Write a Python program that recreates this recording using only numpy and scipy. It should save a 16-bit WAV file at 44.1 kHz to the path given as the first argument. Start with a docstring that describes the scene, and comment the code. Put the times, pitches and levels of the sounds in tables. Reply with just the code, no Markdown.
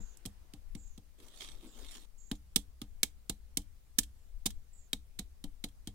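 """Outdoors, close to the microphone: a fingertip taps a thin, cracked sheet of ice on a plastic bucket of water.
Each tap is a brief crunch of filtered noise over a hollow thump, a falling wave with the bucket's ringing.
Once the finger slides out and back over the ice, a hiss and murmur of noise with small snags.
A small bird gives thin, falling calls from paired whistles; low noise makes light wind on the microphone,
and fainter noise the air and a distant wash."""
import sys
import numpy as np
from scipy import signal
from scipy.fft import rfft, irfft
from scipy.io import wavfile
from scipy.ndimage import uniform_filter1d

SR = 44100
rng = np.random.default_rng(int(sys.argv[2]) if len(sys.argv) > 2 else 0)


def waveform_to_disk(signal):
    """Save audio, clipped to [-1, 1], as 16-bit WAV at the path in sys.argv[1]."""
    frames = np.transpose(np.atleast_2d(signal))
    scaled = np.clip(frames, -1, 1) * 32767
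    samples = np.round(scaled).astype(np.int16)
    wavfile.write(sys.argv[1], SR, samples)


N = 261954
TIME = np.arange(N) / SR  # s

# Left-right levels are positive toward the left; spectra give relative level per Hz.
# Finger taps: [t/s, crunch level/dB, time to crunch peak/s, thump setting/dB, hollowness of the spot/dB,
# left-right level/dB, f of the peak added to the crunch's colour/Hz]
TAPS = [(0.1712, -52.5, 0.00014, -70, -9, -1, 11200), (0.2537, -44.5, 0.00032, -35, 6.5, 6, 1220),
        (0.2591, -37.5, 0.0015, -41.5, -0.5, 0, 3270), (0.5362, -49, 0.00033, -43, 6, 0, 1260),
        (0.7501, -47, 0.00096, -35, 5, 0, 2200), (0.977, -53, 0.00098, -44.5, 4.5, -0.5, 1220),
        (1.2007, -59, 0.0018, -58, 8, 6, 1670), (2.3136, -34.5, 0.00088, -26.5, 6.5, 3.5, 1200),
        (2.5592, -17.5, 0.0031, -27, 2, -2.5, 3360), (2.8161, -40.5, 0.00063, -34, 5.5, 3, 1240),
        (3.0311, -18.5, .0016, -35.5, 1.5, 2.5, 2300), (3.295, -28.5, 0.0028, -31, 3, 1, 4040),
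        (3.571, -24, 0.0014, -29.5, -1, 4.5, 3070), (3.9842, -17, 0.0047, -27.5, -0.5, 3, 1720),
        (4.4568, -23, 0.0066, -29, 2, 2, 3910), (4.931, -25.5, 0.00057, -34, 3, 4.5, 3810),
        (5.189, -42, .0008, -41, 5.5, 7, 3790), (5.1913, -34, 0.00098, -34.5, 4.5, 0, 3930),
        (5.4401, -42, .0007, -35, 5, 4, 3070), (5.639, -32.5, 0.0037, -32.5, 4, 3.5, 4050),
        (5.8724, -39.5, 0.0021, -34, 5, 0, 3240)]
# Change of colour with the spot, rows boom, knock, clack, sparkle:
# [level on a solid spot/dB, slope/dB per dB of hollowness]
TOUCH = [(-1.5, 1.35), (-1.2, 1.54), (0.5, 1.15), (-0.44, -0.12)]
# Broad colour of the ice sheet: [f/Hz, level/dB]
ICE = [(150, -27.5), (400, -11), (600, -24), (850, -22), (1400, -19), (2400, -12.5), (3600, -10),
       (6400, -2), (8000, 0.5), (11000, -4.5), (15000, -11), (16500, -9.5)]
# Resonances of the sheet: [f/Hz, width/Hz, level/dB]
ICE_MODES = [(1250, 58, 5.5), (1742, 170, 4), (2195, 94, 5.7), (3212, 430, 6.8), (3685, 350, 6.6),
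             (4050, 330, 3), (5460, 260, 1.1), (5970, 110, 2.2), (8000, 130, 1.7), (8450, 200, 3),
             (9330, 120, 1)]
# Balance of the ice between the microphone ports: [f/Hz, left-right level/dB]
ICE_BALANCE = [(600, 3), (2400, -2.5), (4400, -3.5), (8100, -14.5), (11000, -16.5), (15000, -3)]
# Light taps rattle on relatively longer: [crunch level/dB, splash against crunch level/dB]
SPLASH = [(-43, -12.5), (-23, -20.5)]
# A crunch that builds slowly also dies slowly: s, and s per s of rise
CRUNCH_T60, CRUNCH_T60_PER_RISE = 0.021, 1.5

# Hollow colour of the bucket and its water: [f/Hz, level/dB]
BUCKET = [(50, -18.5), (105, -4), (145, -20), (203, -5.5), (250, -11), (295, -7.5), (370, -28), (460, -17),
          (570, -30), (760, -23.5), (1100, -36.5), (3000, -76.5)]
# Clear notes of the bucket under each thump: [f/Hz, level against the thump setting/dB, t60/s]
BUCKET_MODES = [(203.9, -14.5, 0.17), (289.2, -24, 0.22)]
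BUCKET_RISE_S = 0.021
# Colour of the lingering rumble: [f/Hz, level/dB]
RUMBLE_COLOUR = [(20, -28), (44, -11), (58, 5), (72, -3.5), (100, -14), (150, -30.5), (205, -25),
                 (260, -35), (500, -55.5)]
# The rumble has RUMBLE_DB at the given thump setting, and changes about half as much as the thump
RUMBLE_DB, RUMBLE_AT_THUMP_DB, RUMBLE_DB_PER_DB = -57, -34, 0.53
RUMBLE_RISE_S, RUMBLE_T60 = 0.02, 1.7  # s

# Bird calls: [t/s, length/s, starting f midway between the whistles/Hz, fall/Hz, level before fade and trim/dB]
BIRD = [(0, .16, 6960, 317, -58), (0.766, 0.21, 7460, 1050, -60.5), (1.665, 0.11, 7530, 550, -62.5),
        (2.174, 0.21, 7120, 347, -60), (4.165, 0.12, 7570, 450, -78.5), (4.727, 0.16, 7670, 900, -61.5)]
CALL_FADE_DB = -10.5  # a call weakens toward its end

# Hiss of the outdoor air: [f/Hz, level/dB]
AIR = [(76, -31), (130, -0.5), (335, -13), (402, -8.5), (664, -14), (812, -15.5), (954, -17.5), (1520, -19),
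       (1930, -18), (3010, -20), (7300, -19), (16000, -21.5)]
AIR_DB = -72.2
# Colour of the distant wash: [f/Hz, level/dB]
WASH_COLOUR = [(100, -12.5), (300, -2.5), (600, -5), (1200, -7), (2200, -11.5), (5000, -14.5), (16000, -27)]
# The wash dies down to a steady level: dB, extra dB at the start, time constant of the extra dB in s
WASH_DB, WASH_EXTRA_DB, WASH_FADE_S = -80.5, 13.5, 0.61

# Colour of the wind on the microphone: [f/Hz, level/dB]
WIND_COLOUR = [(10, -0.5), (24, 3), (40, -3), (60, -15.5), (90, -21), (130, -28.5), (200, -41.5),
               (400, -64)]
# Side the wind comes from: [t/s, left-right level/dB]
WIND_SIDE = [(0, 16.5), (1.9, 13), (2.4, 10.5), (5.94, 10)]
# Gusts, before a 1 dB trim of all wind: [t/s, level/dB]
GUSTS = [(0, -41), (.72, -41.5), (.9, -44), (1.519, -39), (1.83, -42), (2.24, -54.5), (2.969, -47),
         (4.38, -42.5), (4.54, -42.5), (5.48, -43)]
BREEZE_DB, GUST_RISE_S, GUST_FALL_S = -53.5, 0.04, 0.058  # breeze before the same trim

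# Strokes of the sliding finger, out and back: [start t/s, fastest t/s, end t/s, hiss level when fastest/dB]
STROKES = [(1.181, 1.435, 1.58, -49.5), (1.58, 1.946, 2.06, -50)]
SWELL_DB, SINK_DB = 43, 20.5  # rise of the hiss as a stroke speeds up, drop as it slows
CREEP_DB, SKIN_DB = -67.5, -67  # hiss and murmur of the barely moving finger
LANDING_S = 0.006  # time to touch down or lift
# Colour of the hiss of skin on ice: [f/Hz, level/dB]
SLIDE_HISS = [(350, -57), (600, -14), (1050, -13.5), (1450, -21), (2120, -13), (2540, -12.5), (3250, -9),
              (5050, -10), (8500, -9), (16000, -24.5)]
# Colour of the skin's murmur: [f/Hz, level/dB]
SLIDE_SKIN = [(100, -29), (200, 0), (300, 4), (480, -5), (700, -12), (1200, -12.5), (2500, -23)]
# The skin grips and judders: [t/s, length/s, murmur level before a 1 dB trim/dB]
JUDDERS = [(1.232, .03, -59.5), (1.273, 0.02, -59.5), (1.655, 0.053, -59), (1.802, 0.083, -55.5),
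           (1.967, 0.012, -54.5)]
JUDDER_HISS_DB = -6.5  # hiss of a judder against its murmur

# The sliding finger snags on ridges: [t/s, level/dB, left-right level/dB]
SNAGS = [(1.2831, -55, -1), (1.4072, -42, -18), (1.418, -42.5, 3), (1.4237, -49, -13), (1.446, -47, 2),
         (1.487, -47.5, 0), (1.8462, -52.5, 0)]
SNAG_RISE_S, SNAG_PEAK_HZ = 0.00054, 3290
# Colour of a hard snag: [boom/dB, knock/dB, clack/dB, sparkle/dB]
SNAG_TOUCH_DB = (16.5, 14, 9, -9.5)

# The ice ticks as the finger lets go of it: [t/s, level/dB]
RELEASES = [(2.353, -57), (3.617, -58.5), (4.0324, -43.5), (4.5047, -46), (4.969, -66.5), (5.686, -58)]
RELEASE_RISE_S, RELEASE_PEAK_HZ, RELEASE_PAN_DB = 0.00085, 3270, 5
# Colour of a release: [boom/dB, knock/dB, clack/dB, sparkle/dB]
RELEASE_TOUCH_DB = (1, 1, 1, -2)

EDGE_HZ = 15900  # upper edge of the recorder's band


def gain_of(db):
    """Amplitude factor of a level in dB."""
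    return 10 ** (np.asarray(db) / 20)


def evened(x):
    """Scales to rms 1."""
    return x / np.sqrt(np.mean(x ** 2) + 1e-20)


def read(points, hz):
    """A spectrum joined by straight lines on a log-frequency axis."""
    f, value = np.transpose(points)
    return np.interp(np.log(hz + 1), np.log(f + 1), value)


def sides(balance_db):
    """Left and right gains of constant power."""
    pair = gain_of(np.array([[0.5], [-0.5]]) * balance_db)
    return pair / np.sqrt(np.mean(pair ** 2, axis=0))


def add(mix, s, sound):
    """Mixes a sound in at time s, cut off at the end of the mix."""
    part = mix[:, max(round(s * SR), 0):][:, :sound.shape[-1]]
    part += sound[..., :part.shape[-1]]


def bins(x):
    """Frequencies of the spectrum of x in Hz."""
    return np.fft.rfftfreq(x.shape[-1], 1 / SR)


def coloured(x, gain):
    """Causal (minimum-phase) filter with the given gain in every bin."""
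    size = x.shape[-1]
    cepstrum = irfft(np.log(np.maximum(gain, 1e-5)), size)
    cepstrum[..., 1:size // 2] *= 2
    cepstrum[..., size // 2 + 1:] = 0
    return irfft(rfft(x) * np.exp(rfft(cepstrum)), size)


def port_noise(size, split_hz=1000):
    """Noise at two microphone ports: the same in the bass, unrelated in the treble."""
    common = rng.standard_normal(size)
    apart = rng.standard_normal((2, size))
    same = 1 / (1 + (bins(common) / split_hz) ** 2)
    return irfft(rfft(common) * np.sqrt(same) + rfft(apart) * np.sqrt(1 - same), size)


def patchy(x, depth_db, order=9, size=4):
    """Lets small patches of the spectrum swell and fade at random, then scales to rms 1."""
    z = signal.stft(x, nperseg=512)[2]
    patches = rng.standard_normal(z.shape[:0:-1])  # time by frequency
    patches = uniform_filter1d(patches, order, axis=0)
    patches = evened(uniform_filter1d(patches, size, axis=1))
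    varied = signal.istft(z * gain_of(depth_db * patches.T), nperseg=512)[1]
    return evened(varied[:, :x.shape[-1]])


def hump(s, rise_s, fall_s):
    """A smooth hump of height 1 at time s."""
    return np.exp(-0.5 * ((TIME - s) / np.where(TIME < s, rise_s, fall_s)) ** 2)


def ice_gain(points, hz):
    """A broad colour with the sheet's resonances standing out of it, as each microphone port hears it."""
    peaks_db = sum(db / (1 + (2 * (hz - f) / width) ** 2) for f, width, db in ICE_MODES)
    return gain_of(read(points, hz) + peaks_db) * sides(read(ICE_BALANCE, hz))


def thump(level_db, sheet_hz=230, delay=0.0052, width=0.0024, sweep=35, heave_hz=32, heave_db=-14,
          ring_db=-14, ring_t60=0.085, ring_rise=0.005, free_db=5, trim_db=-1):
    """The sheet flexes on the water, its short waves arriving first, heaves once, and sets the bucket ringing."""
    t = np.arange(16384) / SR
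    u = t - delay
    hz = sheet_hz * rng.uniform(0.94, 1.06)
    wave = np.sin(2 * np.pi * hz * u * (1 - sweep * u))
    flex = -np.exp(-0.5 * (u / width) ** 2) * wave * np.minimum(t / 0.0018, 1)
    turns = np.clip(heave_hz * u, 0, 2)
    heave = -np.sin(2 * np.pi * turns) * np.sin(np.pi * turns / 2) * np.exp(1 - turns)
    # waves come back from the wall in a quickly dying jumble
    ring_shape = (1 - np.exp(-(t / ring_rise) ** 2)) * gain_of(-60 * t / ring_t60)
    returns = port_noise(len(t), split_hz=3800) * ring_shape
    ring = coloured(returns, gain_of(read(BUCKET, bins(t))))
    ring = ring / np.sqrt(np.sum(ring ** 2) / (0.03 * SR))
    # a light touch damps the ringing less than a firm one
    freedom_db = np.interp(level_db, [-44, -32], [free_db, 0])
    body = flex + gain_of(heave_db) * heave + gain_of(ring_db + freedom_db) * ring
    return gain_of(level_db + trim_db) * body


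def bucket_notes(level_db, light_db=7, light_thump_db=-41, firm_thump_db=-31):
    """Waves cross the water and set the bucket's low modes ringing, more freely after a light touch."""
    t = np.arange(16384) / SR
    notes = sum(gain_of(db - 60 * t / t60) * np.sin(2 * np.pi * hz * t) for hz, db, t60 in BUCKET_MODES)
    freedom_db = np.interp(level_db, [light_thump_db, firm_thump_db], [light_db, 0])
    return gain_of(level_db + freedom_db) * (1 - np.exp(-(t / BUCKET_RISE_S) ** 2)) * notes


def crunch(level_db, rise, touch_db, pan_db, peak_hz, fall_t60, peak_db=7.5, peak_width_hz=260,
           splash_db=-19, splash_t60=0.11, tail_db=-25, tail_t60=0.17, grain_db=2.0):
    """Tiny fractures crowd to a peak within milliseconds, then the sheet, the bucket's rim and the yard ring out."""
    t = np.arange(8192) / SR
    rise = max(rise, 1e-4)
    after = np.maximum(t - rise, 0)
    swell = np.minimum(0.11 + 1.1 * t / rise, 1)
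    grains = gain_of(grain_db * evened(uniform_filter1d(rng.standard_normal(len(t)), size=18)))
    burst = evened(port_noise(len(t)) * swell * grains * gain_of(-60 * after / fall_t60))
    for db, t60 in ((splash_db, splash_t60), (tail_db, tail_t60)):
        ringing = (1 - np.exp(-after / 0.0034)) * gain_of(-60 * after / t60)
        burst = burst + gain_of(db) * evened(port_noise(len(t)) * ringing)
    # where the finger lands sets the colour, and one narrow peak is raised in each crunch
    hz = bins(t)
    boom_db, knock_db, clack_db, sparkle_db = touch_db
    place_db = read([(500, boom_db), (1000, knock_db), (2100, knock_db), (3100, clack_db),
                     (4200, clack_db), (5600, 0), (9500, sparkle_db)], hz)
    colour_db = place_db + peak_db / (1 + (2 * (hz - peak_hz) / peak_width_hz) ** 2)
    sound = coloured(burst, ice_gain(ICE, hz) * gain_of(colour_db) * sides(pan_db))
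    # the level is that of the same energy held for 4.44 ms
    return gain_of(level_db) * sound / np.sqrt(np.sum(sound ** 2) / 2 / (0.0044425 * SR))


def taps(opening_db=-39):
    """Every tap gives a crunch, a thump and low notes; at the start the bucket still rings from an earlier one."""
    out = np.zeros((2, N))
    earlier = thump(opening_db) + bucket_notes(opening_db)
    add(out, 0, earlier[:, SR // 80:])
    for s, crunch_db, rise, thump_db, hollow_db, pan_db, peak_hz in TAPS:
        touch_db = [solid_db + slope * hollow_db for solid_db, slope in TOUCH]
        fall_t60 = CRUNCH_T60 + CRUNCH_T60_PER_RISE * rise
        splash_db = np.interp(crunch_db, *np.transpose(SPLASH))
        add(out, s, crunch(crunch_db, rise, touch_db, pan_db, peak_hz, fall_t60, splash_db=splash_db))
        add(out, s, thump(thump_db) + bucket_notes(thump_db))
    return out


def bird(spread_hz=330, buzz_hz=140, warble_hz=120, warbles_per_s=62, pan_db=-12, trim_db=-3):
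    """The syrinx's two sides whistle apart, each with a warble and a fast, uneven buzz; calls fall and fade."""
    out = np.zeros((2, N))
    for s, length, pitch_hz, fall_hz, level_db in BIRD:
        t = np.arange(0, length, 1 / SR)
        voice = 0
        for offset_hz, voice_db in ((spread_hz, 0), (-spread_hz, -2)):
            buzz = evened(uniform_filter1d(rng.standard_normal(len(t)), size=40))
            warble = np.sin(2 * np.pi * (warbles_per_s * t + rng.random()))
            flutter = gain_of(2.8 * evened(uniform_filter1d(rng.standard_normal(len(t)), size=250)))
            hz = pitch_hz - fall_hz * t / length + offset_hz + buzz_hz * buzz + warble_hz * warble
            voice = voice + gain_of(voice_db) * flutter * np.sin(2 * np.pi * np.cumsum(hz) / SR)
        fading = gain_of(level_db + CALL_FADE_DB * (t / length) ** 2 + trim_db)
        add(out, s, sides(pan_db) * evened(voice) * fading * signal.windows.tukey(len(t), 0.12))
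    return out


def air(patchy_db=1.8):
    """Faint hiss of the outdoors and a distant wash that dies down to a steady level, both of filtered noise."""
    hz = bins(TIME)
    hiss = patchy(coloured(port_noise(N, split_hz=150), gain_of(read(AIR, hz))), patchy_db)
    wash = patchy(coloured(port_noise(N, split_hz=310), gain_of(read(WASH_COLOUR, hz))), patchy_db)
    wash_db = WASH_DB + WASH_EXTRA_DB * np.exp(-TIME / WASH_FADE_S)
    return gain_of(AIR_DB) * hiss + gain_of(wash_db) * wash


def wind(trim_db=-1):
    """Low, lumpy gusts buffet the microphone over a light breeze, mostly on the left port."""
    buffeting = evened(coloured(port_noise(N, split_hz=21), gain_of(read(WIND_COLOUR, bins(TIME)))))
    lean = sides(np.interp(TIME, *np.transpose(WIND_SIDE)))
    gust_power = sum((gain_of(db) * hump(s, GUST_RISE_S, GUST_FALL_S)) ** 2 for s, db in GUSTS)
    power = gain_of(BREEZE_DB) ** 2 + gust_power
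    return buffeting * lean * np.sqrt(power) * gain_of(trim_db)


def rumble(opening_db=-60):
    """The full bucket rumbles on after each tap and dies away; both ports hear it alike."""
    drone = evened(coloured(rng.standard_normal(N), gain_of(read(RUMBLE_COLOUR, bins(TIME)))))
    power = gain_of(opening_db - 60 * TIME / RUMBLE_T60) ** 2
    for s, _, _, thump_db, *_ in TAPS:
        age = np.maximum(TIME - s, 0)
        level_db = RUMBLE_DB + RUMBLE_DB_PER_DB * (thump_db - RUMBLE_AT_THUMP_DB)
        power = power + np.minimum(age / RUMBLE_RISE_S, 1) * gain_of(level_db - 60 * age / RUMBLE_T60) ** 2
    return drone * np.sqrt(power)


def slide_levels(judder_trim_db=-1):
    """Gains of hiss and murmur: the hiss follows each stroke's speed, and judders raise both."""
    touching = np.clip(np.minimum(TIME - STROKES[0][0], STROKES[-1][2] - TIME) / LANDING_S, 0, 1)
    judder = sum(gain_of(db + judder_trim_db) * hump(s, length / 2, length / 2) for s, length, db in JUDDERS)
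    hiss_power = gain_of(CREEP_DB) ** 2 + (gain_of(JUDDER_HISS_DB) * judder) ** 2
    for start, fastest, end, db in STROKES:
        slower_db = np.interp(TIME, [start, fastest, end], [SWELL_DB, 0, SINK_DB])
        hiss_power += (TIME > start) * (TIME < end) * gain_of(db - slower_db) ** 2
    return touching * np.sqrt(hiss_power), touching * np.hypot(judder, gain_of(SKIN_DB))


def slide(patchy_db=3.5):
    """Skin rubs over the frosted sheet and catches on its small ridges; patches of the colour come and go."""
    hiss_gain, skin_gain = slide_levels()
    # about 700 catches a second, each dying with a time constant of 0.8 ms
    catches = (rng.random(N) < 700 / SR) * gain_of(4 * np.minimum(rng.exponential(1, N), 3))
    grit = 1 + 1.1 * evened(signal.lfilter([1], [1, -np.exp(-1 / (0.0008 * SR))], catches))
    hz = bins(TIME)
    hiss = patchy(coloured(port_noise(N) * grit, ice_gain(SLIDE_HISS, hz)), patchy_db)
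    skin = patchy(coloured(port_noise(N), gain_of(read(SLIDE_SKIN, hz))), patchy_db)
    return hiss * hiss_gain + skin * skin_gain


def snags():
    """Ridges flick the sliding finger: short crunches without a thump, the harder the duller."""
    out = np.zeros((2, N))
    for s, db, pan_db in SNAGS:
        touch_db = np.array(SNAG_TOUCH_DB) * np.interp(db, [-56, -46], [0.3, 1])
        add(out, s, crunch(db, SNAG_RISE_S, touch_db, pan_db, SNAG_PEAK_HZ, fall_t60=0.028))
    return out


def releases():
    """The sheet springs back with a faint tick, a small crunch without a thump."""
    out = np.zeros((2, N))
    for s, db in RELEASES:
        tick = crunch(db, RELEASE_RISE_S, RELEASE_TOUCH_DB, RELEASE_PAN_DB, RELEASE_PEAK_HZ, fall_t60=0.043)
        add(out, s, tick)
    return out


def scene():
    """Sums the finger on the ice, the bird, the air, the wind and the bucket's rumble."""
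    return taps() + releases() + slide() + snags() + bird() + air() + wind() + rumble()


def record(dry):
    """A soft start over 4 ms, then the recorder's band limit as a low-pass filter."""
    faded = dry * np.minimum(TIME / 0.004, 1)
    low_pass = signal.firwin(255, EDGE_HZ, window=("kaiser", 9), fs=SR)
    return signal.oaconvolve(faded, low_pass[None], "same")


dry = scene()
out = record(dry)
waveform_to_disk(out)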